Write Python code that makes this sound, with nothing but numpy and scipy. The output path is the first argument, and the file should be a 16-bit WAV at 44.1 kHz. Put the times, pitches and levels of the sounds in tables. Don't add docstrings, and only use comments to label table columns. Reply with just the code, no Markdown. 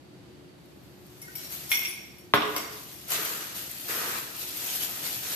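import sys
import numpy as np
from scipy import signal
from scipy.fft import rfft, irfft, next_fast_len
from scipy.io import wavfile
from scipy.ndimage import uniform_filter1d, map_coordinates

SR = 44100
rng = np.random.default_rng(int(sys.argv[2]) if len(sys.argv) > 2 else 0)


def to_wav(s):
    ch = np.atleast_2d(s).T
    pcm = np.round(np.clip(ch, -1, 1) * 32767)
    wavfile.write(sys.argv[1], SR, pcm.astype(np.int16))


def gain_from_decibels(decibels):
    exponent = np.asarray(decibels, float) / 20
    return 10 ** exponent


N = 235931

# frequency in Hz, level in dB per Hz.
HUM_SPECTRUM = [(15, -79), (25, -83), (59, -7.5), (95, -14), (118, -10), (318, -8.5), (344, -8),
                (474, -11.5), (709, -14.5), (1090, -20), (4030, -24), (4490, -26.5), (5560, -30),
                (13500, -38), (15000, -59)]
# frequency in Hz, width in Hz, level in dB.
HUM_BANDS = [(69.5, 3.1, 8), (131, 39, 8), (206.8, 26, 2.5), (285, 19, 5), (361.7, 5.167, 12),
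             (4550, 22, 9)]

# start in seconds, peak in dB, panel boom in dB, hard edge in dB.
KNOCKS = [
    (2.337, -9.5, -18, -13.5),
    (2.421, -31, -14, -3),
    (2.563, -28.5, -16.5, -12.5),
    (2.951, -69.5, -16.5, -6),
]
# frequency in Hz, width in Hz, level in dB.
PANEL_MODES = [(95, 48, -12), (162, 56, -8), (233.33, 36, -4), (303.6, 12, 2.5), (422.2, 9.1, 9),
               (557, 31, -1), (696, 105, -3)]
# frequency in Hz, width in Hz, level in dB.
CATCH_MODES = [(937, 180, -3), (1123, 258, 7.5), (1278, 216, 4.5), (1460, 22, 6.5), (1620, 77, 2),
               (1950, 380, -3)]
# frequency in Hz, width in Hz, level in dB.
EDGE_MODES = [(2780, 750, 6), (3550, 780, 6), (5560, 605.6, -2.5), (7750, 220, -27)]

# start in seconds, peak in dB, then low, middle and high modes in dB.
CLINKS = [
    (0.831, -55, -17, -24.5, -4),
    (1.2166, -38.5, -54.5, -10, 2.5),
    (1.3543, -25, -23, -19, -5),
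    (1.7034, -25, -32.5, -38, -3.5),
    (1.7162, -5.5, -11.5, -26.5, -13.5),
    (1.744, -19.5, -24, -11, -9),
    (1.8495, -21, -10, -20, -17),
    (2.1844, -51, -9, -17, 3),
    (2.3382, -6, -26, -33, -25.5),
    (2.5631, -18.5, -13.5, -16, -11),
]
# frequency in Hz, width in Hz, level in dB.
GLASS_MODES = [(1123, 33, -12), (2140, 69, 8), (2320, 370, 0.5), (2740, 280, -2.5), (3330, 380, -6),
               (4660, 110, -10), (5560, 51, 2.5), (6580, 200, -10), (7880, 60, -11), (9870, 100, 0),
               (10720, 63.2, -6), (11680, 100, -3), (13210, 50, 5), (13200, 280, 1)]
# start in seconds, level in dB, pitch in Hz, length in seconds.
CHIRPS = [
    (1.218, -45.5, 2143, 0.022),
    (1.272, -46, 1900, 0.014),
    (1.28, -43, 1506, 0.0101),
    (1.34, -55, 1506, 0.012),
]
# start in seconds, length in seconds, level in dB, swell in dB.
DRAGS = [
    (1.345, 0.1203, -51, 2),
    (1.508, .04, -53, 14),
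    (1.686, 0.12, -32.5, -9),
    (1.807, .06, -42.5, 4.5),
]

# start in seconds, peak in dB.
SNAPS = [
    (0.6579, -51),
    (1.066, -45),
    (1.524, -29),
    (3.1046, -23),
    (3.25, -20),
    (3.714, -28),
    (3.8836, -28),
    (3.9024, -29),
    (4.365, -32.5),
    (4.8354, -21.5),
]
# start in seconds, length in seconds, effort in dB,
# swell over the stroke in dB, contact with the bowl wall in dB.
STROKES = [(0.555, 0.9, -76, 15, -4.5), (1.035, 0.39, -68, 13.5, -13), (1.348, .11, -53, 5.5, -15),
           (1.482, 0.036, -49, 2.5, -16.5), (1.506, 0.25, -46.5, -3, -13), (1.693, 0.18, -43, -7, -4.5),
           (1.862, 0.5, -52.5, -18.5, -15.5), (2.33, 0.26, -55.5, 7.5, -1), (2.55, 0.21, -48, -7, 2),
           (2.705, 0.5768, -50, -4.5, -24), (3.063, 0.039, -49.5, 8, -10), (3.094, 0.066, -32, -3, -5),
           (3.17, 0.061, -40, -1, 1.5), (3.235, 0.31, -37.5, -10.5, -2.5), (3.539, 0.13, -41, -4.5, -11),
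           (3.675, 0.25, -47, 3, -29), (3.874, 0.31, -39.5, -0.5, 1.5), (4.206, 0.14, -46, -3.5, -3.5),
           (4.331, 0.0982, -48, 8, -15), (4.452, 0.31, -44.5, 8, -18.5), (4.783, 0.06, -39, 3, -13),
           (4.869, 0.16, -43, 0.5, -7.5), (5.023, 0.19, -36.5, -6.5, -14.5), (5.211, 0.12, -42, 5.5, -9)]
# frequency in Hz, level in dB per Hz.
FILM_SPECTRUM = [(3500, -28), (6000, -7), (7000, -19), (9000, 0), (11200, -1), (11700, 7.5), (12500, 5.5),
                 (13700, 6), (14400, -15)]
# frequency in Hz, level in dB per Hz.
CRUNCH_SPECTRUM = [(410, -10.5), (700, -3), (1070, -8.5), (1910, -3), (2590, -1), (4570, 0.5), (5750, -2),
                   (6560, -0.5), (9500, -7), (12400, -8), (20900, -120)]
# frequency in Hz, width in Hz, level in dB.
BOWL_MODES = [(1064, 380, -7.5), (1217, 179.5, 0), (1460, 380, -5), (1900, 210, -4), (2500, 760, -11.5)]
# frequency in Hz, width in Hz, level in dB.
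BOWL_LOW_MODES = [(175.68, 91, -6), (339, 19, 2), (417.68, 35, 3), (604.9, 203.66, -3)]

# frequency in Hz, left-right likeness from 0 to 1.
LIKENESS = [(40, 0.6), (150, 0.7008), (300, 0.74), (600, 0.24), (1500, 0.022), (5000, 0.03364)]
# frequency in Hz, time to fall 60 dB in seconds.
KITCHEN_T60 = [(100, 0.54), (500, 0.95), (2000, 0.81), (6000, 0.71), (14000, 0.23)]
# frequency in Hz, left over right in dB.
PORT_COLOUR = [(60, 1), (150, 3), (370, -1.5), (1000, 0), (4300, -1), (6700, -4.5), (7300, -3),
               (8000, -9.5), (10000, 6), (13000, 12.5)]


def unit(x):
    return x / np.sqrt(np.mean(x ** 2) + 1e-20)


def along(points, hz):
    f, v = np.transpose(points)
    return np.interp(np.log(hz + 1), np.log(f + 1), v)


def wobble(rate):
    knots = rng.standard_normal(int(N * rate / SR) + 4)
    return map_coordinates(knots, [np.arange(N) * rate / SR])


def filtered(x, response):
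    n = x.shape[-1]
    m = next_fast_len(n + SR // 2)
    return irfft(rfft(x, m) * response(np.fft.rfftfreq(m, 1 / SR)), m)[..., :n]


def coloured(x, spectrum):
    return filtered(x, lambda hz: gain_from_decibels(along(spectrum, hz)))


def resonances(modes):
    def response(f):
        total = 0
        for k, (centre, width, db) in enumerate(modes):
            loss = 1j * f * width
            total = total + (-1) ** k * gain_from_decibels(db) * loss / (centre * centre - f * f + loss)
        return total
    return response


def alike(pair):
    def mid_side(hz):
        turn = np.arccos(np.clip(along(LIKENESS, hz), -1, 1)) / 2
        return np.array([np.cos(turn), np.sin(turn)])
    mid, side = filtered(pair, mid_side)
    return np.array([mid + side, mid - side])


def room(x, seconds=1.2):
    noise = alike(rng.standard_normal((2, int(seconds * SR))))
    hz, t, z = signal.stft(noise, SR, nperseg=256)
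    late = gain_from_decibels(-60 * t / along(KITCHEN_T60, hz)[:, None])
    early = 0.77 * gain_from_decibels(-60 * t / 0.079)
    tail = signal.istft(z * (late + early), SR, nperseg=256)[1]
    delayed = np.pad(x, (90, 0))[None]
    return signal.fftconvolve(delayed, tail / np.linalg.norm(tail[0]), axes=1)[:, :len(x)]


def placed(s, dry, wet_db, pan_db, lag):
    out = np.zeros((2, N + len(dry)))
    direct = np.array([np.roll(dry, max(lag, 0)), np.roll(dry, max(-lag, 0))])
    direct = direct * gain_from_decibels([[pan_db], [-pan_db]])
    out[:, round(s * SR):][:, :len(dry)] = direct + gain_from_decibels(wet_db) * room(dry, seconds=1.0)
    return out[:, :N]


def strokes(s, length, db, swell_db, attack_s, release_db):
    t = np.arange(0, N / SR + .002, .001)
    since = t - s[:, None]
    held = np.clip(since / np.abs(length)[:, None], 0, 1)
    released = np.maximum(since - length[:, None], 0)
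    level_db = db[:, None] + swell_db[:, None] * held - release_db * released
    gain = gain_from_decibels(level_db) * np.clip(since / attack_s, 0, 1)
    return np.interp(np.arange(N) / SR, t, np.linalg.norm(gain, axis=0))


def grains(count, spread_db, clump_db, smooth, patchy_db):
    when, lag, size, sign = rng.random((count, 4)).T
    size = gain_from_decibels(-spread_db * np.log(size + 0.00409)) * np.sign(sign - .5)
    at = when * (N - 80) + 40 + np.array([[20], [-20]]) * (lag - .5)
    snaps = np.array([np.bincount(port.astype(int), size, N) for port in at])
    clumps = gain_from_decibels(clump_db * (0.53 * wobble(30) + wobble(250)))
    texture = clumps * unit(snaps) + smooth * rng.standard_normal((2, N))
    z = signal.stft(texture, nperseg=512)[2]
    patches = uniform_filter1d(rng.standard_normal(z.shape[1:]), size=4, axis=0)
    patches = uniform_filter1d(patches, size=8, axis=1)
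    return unit(signal.istft(z * gain_from_decibels(patchy_db * unit(patches)), nperseg=512)[1][:, :N])


def hum():
    def colour(hz):
        return gain_from_decibels(along(HUM_SPECTRUM, hz)) * (1 + np.abs(resonances(HUM_BANDS)(hz)))
    air = filtered(alike(rng.standard_normal((2, N))), colour)
    return gain_from_decibels(-50.5 + 0.38 * wobble(4.55)) * unit(air)


def cupboard():
    t, total = np.arange(SR) / SR, 0
    for s, db, boom_db, edge_db in KNOCKS:
        rattle = gain_from_decibels(-60 * t / 0.011) * rng.standard_normal(SR) * 0.45
        rattle[:6] += 4
        knock = filtered(rattle, resonances(CATCH_MODES))
        knock = knock + gain_from_decibels(boom_db + 20.5) * filtered(rattle, resonances(PANEL_MODES))
        knock = knock + gain_from_decibels(edge_db + 4.0) * filtered(rattle, resonances(EDGE_MODES))
        total = total + placed(s, gain_from_decibels(db + 5.5) * knock, wet_db=-0.6, pan_db=0.6, lag=-5)
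    return total


def clinks():
    t, total = np.arange(SR) / SR, 0
    for s, db, low_db, middle_db, high_db in CLINKS:
        chatter = gain_from_decibels(-60 * t / 0.024) * rng.standard_normal(SR)
        chatter[0] += 7
        modes = []
        for hz, width, mode_db in GLASS_MODES:
            struck_db = low_db if hz < 4000 else middle_db + 13.0 if hz < 8500 else high_db
            modes.append((hz, width, mode_db + rng.normal(0, 1.6) + struck_db))
        click = filtered(chatter, lambda f: 1j * f / (4000 + 1j * f))
        ring = filtered(chatter, resonances(modes)) + gain_from_decibels(high_db - 19) * click
        total = total + placed(s, gain_from_decibels(db + 14) * ring, wet_db=3.0, pan_db=0.4, lag=3)
    return total


def chirps():
    t, total = np.arange(SR) / SR, 0
    for s, db, hz, length in CHIRPS:
        squeak = np.sin(np.pi * np.clip(t / length, 0, 1)) * np.sin(2 * np.pi * hz * t)
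        total = total + placed(s, gain_from_decibels(db) * squeak, wet_db=0, pan_db=0.0, lag=9)
    return total


def drags():
    grit = grains(count=15000, spread_db=1, clump_db=-1.0, smooth=0.52, patchy_db=7.5)
    hiss = unit(filtered(grit, resonances(GLASS_MODES[6:])))
    drag = strokes(*np.transpose(DRAGS), attack_s=0.0274, release_db=222) * hiss
    return drag + gain_from_decibels(-2.5) * room(drag[0])


def dish():
    return clinks() + chirps() + drags()


def creases():
    t, bursts = np.arange(2000) / SR, np.zeros((2, N + 2000))
    for s, db in SNAPS:
        snap = gain_from_decibels(db - 0.5 - 60 * t / 0.018) * rng.standard_normal((2, len(t)))
        bursts[:, round(s * SR):][:, :len(t)] += snap
    return coloured(bursts[:, :N], FILM_SPECTRUM)


def hand():
    s, length, db, swell_db, wall_db = np.transpose(STROKES)

    def played(level_db, level_swell_db):
        return strokes(s, length, level_db, level_swell_db, attack_s=.025, release_db=177)

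    usual_db, film_grows = -37, 1.044
    crackle = played(usual_db + film_grows * (db - usual_db), film_grows * swell_db)
    effort = played(db, swell_db)
    rub = played(db + wall_db, swell_db)
    shove = played(db + wall_db - 5.5, swell_db - 10.5 * length)

    film = grains(count=40000, spread_db=0.5, clump_db=2.5, smooth=1.0, patchy_db=1.5)
    film = coloured(film, FILM_SPECTRUM)
    crunch = grains(count=40000, spread_db=2.5, clump_db=1.1, smooth=0.98, patchy_db=1.55)
    crunch = coloured(crunch, CRUNCH_SPECTRUM)
    scrape = grains(count=20000, spread_db=2.0, clump_db=2.5, smooth=1.54, patchy_db=0.8)
    scrape = filtered(scrape, resonances(BOWL_MODES))
    push = filtered(alike(rng.standard_normal((2, N))), resonances(BOWL_LOW_MODES))

    near = gain_from_decibels(1.5) * crackle * unit(film) + gain_from_decibels(2.5) * effort * unit(crunch)
    near = near + gain_from_decibels(1.5) * rub * unit(scrape) + shove * unit(push)
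    return near + gain_from_decibels(-10) * room(near[1])


def scene():
    return hum() + cupboard() + dish() + creases() + hand()


def top_cut(x):
    return signal.sosfilt(signal.butter(12, 15120, fs=SR, output="sos"), x)


def record(dry):
    def port_response(hz):
        colour = gain_from_decibels(along(PORT_COLOUR, hz) * np.array([[.5], [-.5]]))
        return colour * (hz < 14400) * hz / np.hypot(hz, 40)
    return top_cut(filtered(dry, port_response))


dry = scene()
out = record(dry)
to_wav(out)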